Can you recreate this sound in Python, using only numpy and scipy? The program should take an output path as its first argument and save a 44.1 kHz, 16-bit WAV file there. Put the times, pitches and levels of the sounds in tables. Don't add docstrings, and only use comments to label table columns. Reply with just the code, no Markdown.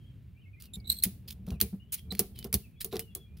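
import sys
import numpy as np
from scipy import signal
from scipy.fft import rfft, irfft
from scipy.io import wavfile
from scipy.ndimage import uniform_filter1d

SR = 44100
rng = np.random.default_rng(int(sys.argv[2]) if len(sys.argv) > 2 else 0)


def to_linear_factor(level_db):
    exponent = np.asarray(level_db, float) / 20
    return 10 ** exponent


def bounce(signal):
    frames = np.transpose(np.atleast_2d(signal))
    limited = np.clip(frames, -1, 1)
    pcm = np.round(limited * 32767).astype(np.int16)
    wavfile.write(sys.argv[1], SR, pcm)


N = 149940

# pitch_hz [Hz], level_db [dB]
STEEL_HIGH = [(4000, -28), (5500, -17.5), (8000, -14.5), (10900, -4), (12500, -8.5), (15000, -4),
              (16500, -7.5)]
STEEL_MID = [(600, -22.5), (1300, -15), (2200, -4.5), (4300, -1.5), (7000, -17.5)]


def colour(x, points):
    hz, db = np.array(points, float).T
    size = x.shape[-1]
    bin_hz = np.arange(size // 2 + 1) * SR / size + 1e-3
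    gain_db = np.interp(np.log(bin_hz), np.log(hz), db, left=-90)
    y = irfft(rfft(x) * to_linear_factor(gain_db), size)
    return y / y.std()


def walk(rate_hz, size=N):
    hold = max(int(SR / rate_hz), 1)
    steps = np.repeat(rng.standard_normal(size // hold + 2), hold)
    return 1.3 * uniform_filter1d(uniform_filter1d(steps, hold), hold)[:size]


def fade(t, t60_s):
    return np.exp(-np.log(1000) * t / t60_s)


def hump(size, edge, release):
    u = np.arange(size) / size
    ramp = np.minimum(u / edge, (1 - u) / release)
    return np.sin(np.pi / 2 * np.clip(ramp, 0, 1)) ** 2


def add(out, x, start_s):
    i = int(start_s * SR)
    out[i:i + len(x)] += x[:N - i]


def ring(x, modes):
    t = np.arange(SR // 2) / SR
    body = sum(to_linear_factor(db) * fade(t, t60_s) * np.sin(2 * np.pi * hz * t) for hz, db, t60_s in modes)
    return signal.fftconvolve(x, body)[:N]


def whistles(table, harmonics_db, jitter, rate_hz, flutter_db, edge):
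    out = np.zeros(N)
    for start_s, length_s, first_hz, last_hz, level_db in table:
        size = min(int(length_s * SR), 9000)
        waver = walk(rate_hz, 9000)[:size]
        flutter = walk(rate_hz / 2, 9000)[:size]
        hz = np.linspace(first_hz, last_hz, size) * (1 + jitter * waver)
        phase = 2 * np.pi * np.cumsum(hz) / SR
        tone = np.zeros(size)
        for k, harmonic_db in enumerate(harmonics_db, 1):
            audible = hz * k < .45 * SR
            tone += to_linear_factor(harmonic_db) * audible * np.sin(k * phase)
        add(out, to_linear_factor(level_db + flutter_db * flutter) * hump(size, edge, 2 * edge) * tone, start_s)
    return out


def field():
    # pitch_hz [Hz], level_db [dB]
    air_points = [(30, -22.5), (55, 0.5), (110, 0), (200, -12.5), (500, -35.5), (900, -45), (2800, -41),
                  (6000, -55.5)]
    field_db = -53
    mid = colour(rng.standard_normal(N), air_points) * to_linear_factor(field_db + 1.5 * walk(4))
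    side = colour(rng.standard_normal(N), air_points) * to_linear_factor(field_db - 10)
    hiss_points = [(5000, -24), (8500, -14), (11000, -2), (16000, 0)]
    hiss = colour(rng.standard_normal((2, N)), hiss_points) * to_linear_factor(-81)
    return mid + side * np.array([[1], [-1]]) + hiss


def songbirds():
    # start_s [s], length_s [s], first_hz
    # [Hz], last_hz [Hz], level_db [dB]
    bird_notes = [(0, 0.055, 3250, 3100, -70), (.06, .05, 3300, 3123, -69), (.34, 0.092, 2300, 2480, -74),
                  (.37, 0.046, 2600, 3050, -72.5), (.41, 0.052, 3100, 2440, -64.5),
                  (.455, 0.043, 2100, 2310, -68), (.53, .035, 2450, 2360, -64),
                  (.56, 0.054, 2130, 2085, -65.5), (.64, 0.074, 3150, 2360, -73.5),
                  (.76, 0.1, 2320, 2160, -66.5), (.96, .05, 3500, 3276, -63.5),
                  (1.51, 0.07, 3000, 2200, -68), (1.63, 0.045, 2500, 2080, -65),
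                  (1.795, 0.044, 2750, 2965, -66), (1.865, .04, 3000, 3490, -74.5),
                  (1.91, 0.034, 3250, 2700, -62.5), (1.985, 0.009, 3150, 3280, -55.5),
                  (2.04, 0.078, 2450, 2260, -76.5),
                  (2.338, 0.11, 3290, 2807, -64.5),
        (2.618, 0.061, 3006, 2195, -67),
        (2.72, 0.073, 2770, 2100, -74),
        (2.755, 0.072, 3380, 3350, -68),
        (3.009, .12, 3050, 2586, -68),
        (3.09, 0.2, 3360, 3370, -67.5),
        (3.241, .16, 2347, 2520, -74.5),
    ]
    return whistles(bird_notes, [0], jitter=.014, rate_hz=100, flutter_db=3, edge=0.14)


def boxes():
    # start_s [s], frame_db [dB], wall_db [dB], lid_db [dB]
    thuds = [(0.765, -25, -38, -52), (1.052, -19.5, -25.5, -39.5), (1.474, -41, -24.5, -35),
             (1.514, -14, -24.5, -35), (1.615, -17.5, -22.5, -31.5), (1.727, -43, -27.5, -52),
             (2.115, -32, -27, -33.5), (2.192, -61, -24, -23.5), (2.445, -33, -30, -30.5),
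             (2.533, -13, -23.5, -28), (2.842, -58, -37, -36.5), (2.926, -50, -30.5, -22),
             (2.955, -29.5, -32.5, -29), (2.989, -47.5, -44.5, -35), (3.156, -60, -59, -38.5)]
    # time_s [s], level_db [dB]
    strain = [(0, -84.5), (.62, -67.5), (.92, -48.5), (1.0, -58.5), (1.55, -56.5), (1.95, -66),
              (2.14, -52.5), (2.28, -53.5), (2.8, -63.5), (2.93, -56.5), (3.4, -66)]
    # pitch_hz [Hz], level_db [dB], t60_s [s]
    frame = [(72.7, -1, .12), (113.5, -9.5, 0.11)]
    wall = [(196.2, 7, 0.082), (270, -17.5, 0.017)]
    lid = [(393.5, -0.5, .05), (445.7, -2.5, 0.097), (524, -17, 0.013), (707, -6, 0.021), (1080, -8, 0.01)]
    load = to_linear_factor(np.interp(np.arange(N) / SR, *np.array(strain).T) + 3.53 * walk(24.82))
    push_s, shake_t60_s = 0.0069, 0.14
    t = np.arange(8192) / SR
    shake = np.minimum(t / push_s, 1) ** 2 * fade(t, shake_t60_s)
    out = np.zeros(N)
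    # resonances, groan dB, push dB
    parts = [(frame, 5.5, -34), (wall, 0, -32), (lid, -20, -30)]
    for column, (modes, groan_db, push_db) in enumerate(parts, 1):
        push = np.zeros(N)
        for row in thuds:
            rough = shake * rng.standard_normal(len(t))
            add(push, to_linear_factor(row[column] + push_db) * rough, row[0] - push_s / 2)
        groan = ring(rng.standard_normal(N), modes)
        out += ring(push, modes) + to_linear_factor(groan_db) * load * groan / groan.std()
    return out


def pivot_squeaks():
    # start_s [s], length_s [s], first_hz [Hz], last_hz [Hz], level_db [dB]
    squeaks = [
        (.732, .03, 3680, 3620, -50),
        (.867, 0.031, 3970, 3990, -51),
        (.892, .02, 3980, 4120, -40),
        (.911, .022, 4100, 4230, -41),
        (.926, .095, 4230, 4150, -57),
        (1.022, .013, 4270, 4260, -42.5),
    ]
    chirps = [
        (2.104, .018, 4100, 3940, -42.5),
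        (1.277, .02, 4900, 4200, -53),
        (.798, .012, 4750, 4700, -66),
        (.842, 0.024, 3700, 4000, -62),
    ]
    jitter = .016
    motion = dict(rate_hz=1500, flutter_db=6.5, edge=.18)
    squeal = whistles(squeaks, [1.5, -4.5, 0, -18], jitter, **motion)
    return squeal + whistles(chirps, [0, -18], 2 * jitter, **motion)


def steel_noise(mid_db, grit_db):
    grains = rng.standard_normal(8192) * to_linear_factor(grit_db * rng.exponential(1, 8192))
    grip = to_linear_factor(3.5 * walk(SR / 70, 4097))
    grains = irfft(rfft(grains) * grip)
    return colour(grains, STEEL_HIGH) + to_linear_factor(mid_db) * colour(grains, STEEL_MID)


def handle_scrapes():
    # start_s [s], length_s [s], level_db [dB], low_mid_share_db [dB]
    slides = [(0.595, 0.082, -63, -2.5), (0.892, .035, -49.5, -17), (1.274, .062, -56, -1.5),
              (1.462, 0.095, -63.5, -2.5), (1.602, 0.0073, -41, -2), (1.92, 0.035, -31, -22.5),
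              (1.948, 0.055, -57, -1.5), (2.118, 0.11, -69.5, 11), (2.348, 0.1, -68.5, 3),
              (2.803, 0.031, -40, -7.5), (2.91, 0.091, -59, 6.5), (3.368, 0.034, -69.5, 2),
              (2.543, 0.0097, -62, -3), (1.033, 0.025, -32.5, -5), (2.192, 0.012, -27, -34)]
    out = np.zeros(N)
    for start_s, length_s, level_db, mid_db in slides:
        size = min(int(1.25 * length_s * SR), 8192)
        catch_db = 4.5 * walk(200, 8192)[:size]
        envelope = to_linear_factor(level_db + catch_db) * hump(size, 0.055, 0.61)
        add(out, envelope * steel_noise(mid_db, 3.5)[:size], start_s)
    return out


def pawl_clicks():
    # start_s [s], peak_db [dB], low_mid_share_db [dB]
    snaps = [(1.0325, -27.5, -27), (1.0363, -7, -25.5), (1.6123, -9.5, -16), (2.1929, -8.5, -21),
             (2.389, -32.5, -12), (2.4436, -28.5, -6), (2.5279, -20, -12.5), (2.5409, -10, -14.5),
             (2.8452, -20.5, -26), (2.9315, -39, -16), (2.9566, -36, 3), (2.9939, -19.5, -12),
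             (3.1506, -22, -51)]
    ticks = [
        (0.622, -37.5, -10),
        (0.6587, -47, -24),
        (1.3042, -44.5, -1),
        (1.4671, -50.5, 0.5),
        (1.505, -46, 6),
        (2.1228, -33.5, -3),
        (2.1508, -39, 6),
        (2.427, -54.5, 14),
        (2.8085, -35.5, -3.5),
        (2.9673, -42.5, 11.5),
    ]
    crack_s, rattle_db = 0.00046, -10
    t = np.arange(8192) / SR
    crack = (t / crack_s) * np.exp(1 - t / crack_s)
    onset = np.minimum(t / crack_s, 1)
    out = np.zeros(N)
    for contacts, t60_s in [(snaps, .07), (ticks, 0.033)]:
        for start_s, peak_db, mid_db in contacts:
            rattle = to_linear_factor(rattle_db + 3 * walk(300, len(t))) * fade(t, t60_s) * onset
            add(out, to_linear_factor(peak_db - 4.5) * (crack + rattle) * steel_noise(mid_db, 1.5), start_s)
    return out


def space(x, level_db, t60_s, low_cut_hz):
    t = np.arange(int(.6 * SR)) / SR
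    low_cut = signal.butter(2, low_cut_hz, "high", fs=SR)
    tail = signal.lfilter(*low_cut, rng.standard_normal((2, len(t)))) * fade(t, t60_s)
    tail /= np.sqrt((tail ** 2).sum(1, keepdims=True))
    return to_linear_factor(level_db) * signal.fftconvolve(x[None], tail, axes=1)[:, :N]


def scatter(x, level_db, t60_s):
    tail = fade(np.arange(int(.6 * SR)) / SR, t60_s) ** 2
    energy = np.abs(signal.fftconvolve(x ** 2, tail / tail.sum())[:N])
    noise = rng.standard_normal((2, N))
    steel = colour(noise, STEEL_HIGH) + to_linear_factor(-8.5) * colour(noise, STEEL_MID)
    return to_linear_factor(level_db) * np.sqrt(energy) * steel


def place_ratchet(near):
    left_lag_s, pan_db = 1.5e-5, -2
    hz = np.arange(N // 2 + 1) * SR / N
    late = irfft(rfft(near) * np.exp(-2j * np.pi * hz * left_lag_s), N)
    return np.array([late * to_linear_factor(pan_db / 2), near * to_linear_factor(-pan_db / 2)])


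def scene():
    birds = songbirds()
    wood = boxes()
    squeal = pivot_squeaks()
    hits = pawl_clicks() + handle_scrapes()
    mix = field()
    mix = mix + birds * to_linear_factor(np.array([[1.5], [-1.5]])) + space(birds, 2, .2, 500)
    mix = mix + wood + space(wood, -10, 0.037, 450)
    mix = mix + place_ratchet(hits + squeal)
    mix = mix + scatter(squeal, -10, .15) + space(squeal, 0.5, 0.027, 900)
    return mix + scatter(hits, -8, 0.041) + scatter(hits, -20, 0.31)


def roll_off(x):
    return signal.sosfilt(signal.butter(12, 17150, fs=SR, output="sos"), x)


def record(dry):
    low_cut = signal.butter(4, 48, "high", fs=SR, output="sos")
    steep_top = signal.ellip(8, .3, 70, 15670, fs=SR, output="sos")
    x = signal.sosfilt(low_cut, dry)
    x = signal.sosfilt(steep_top, x)
    return roll_off(x)


dry = scene()
out = record(dry)
bounce(out)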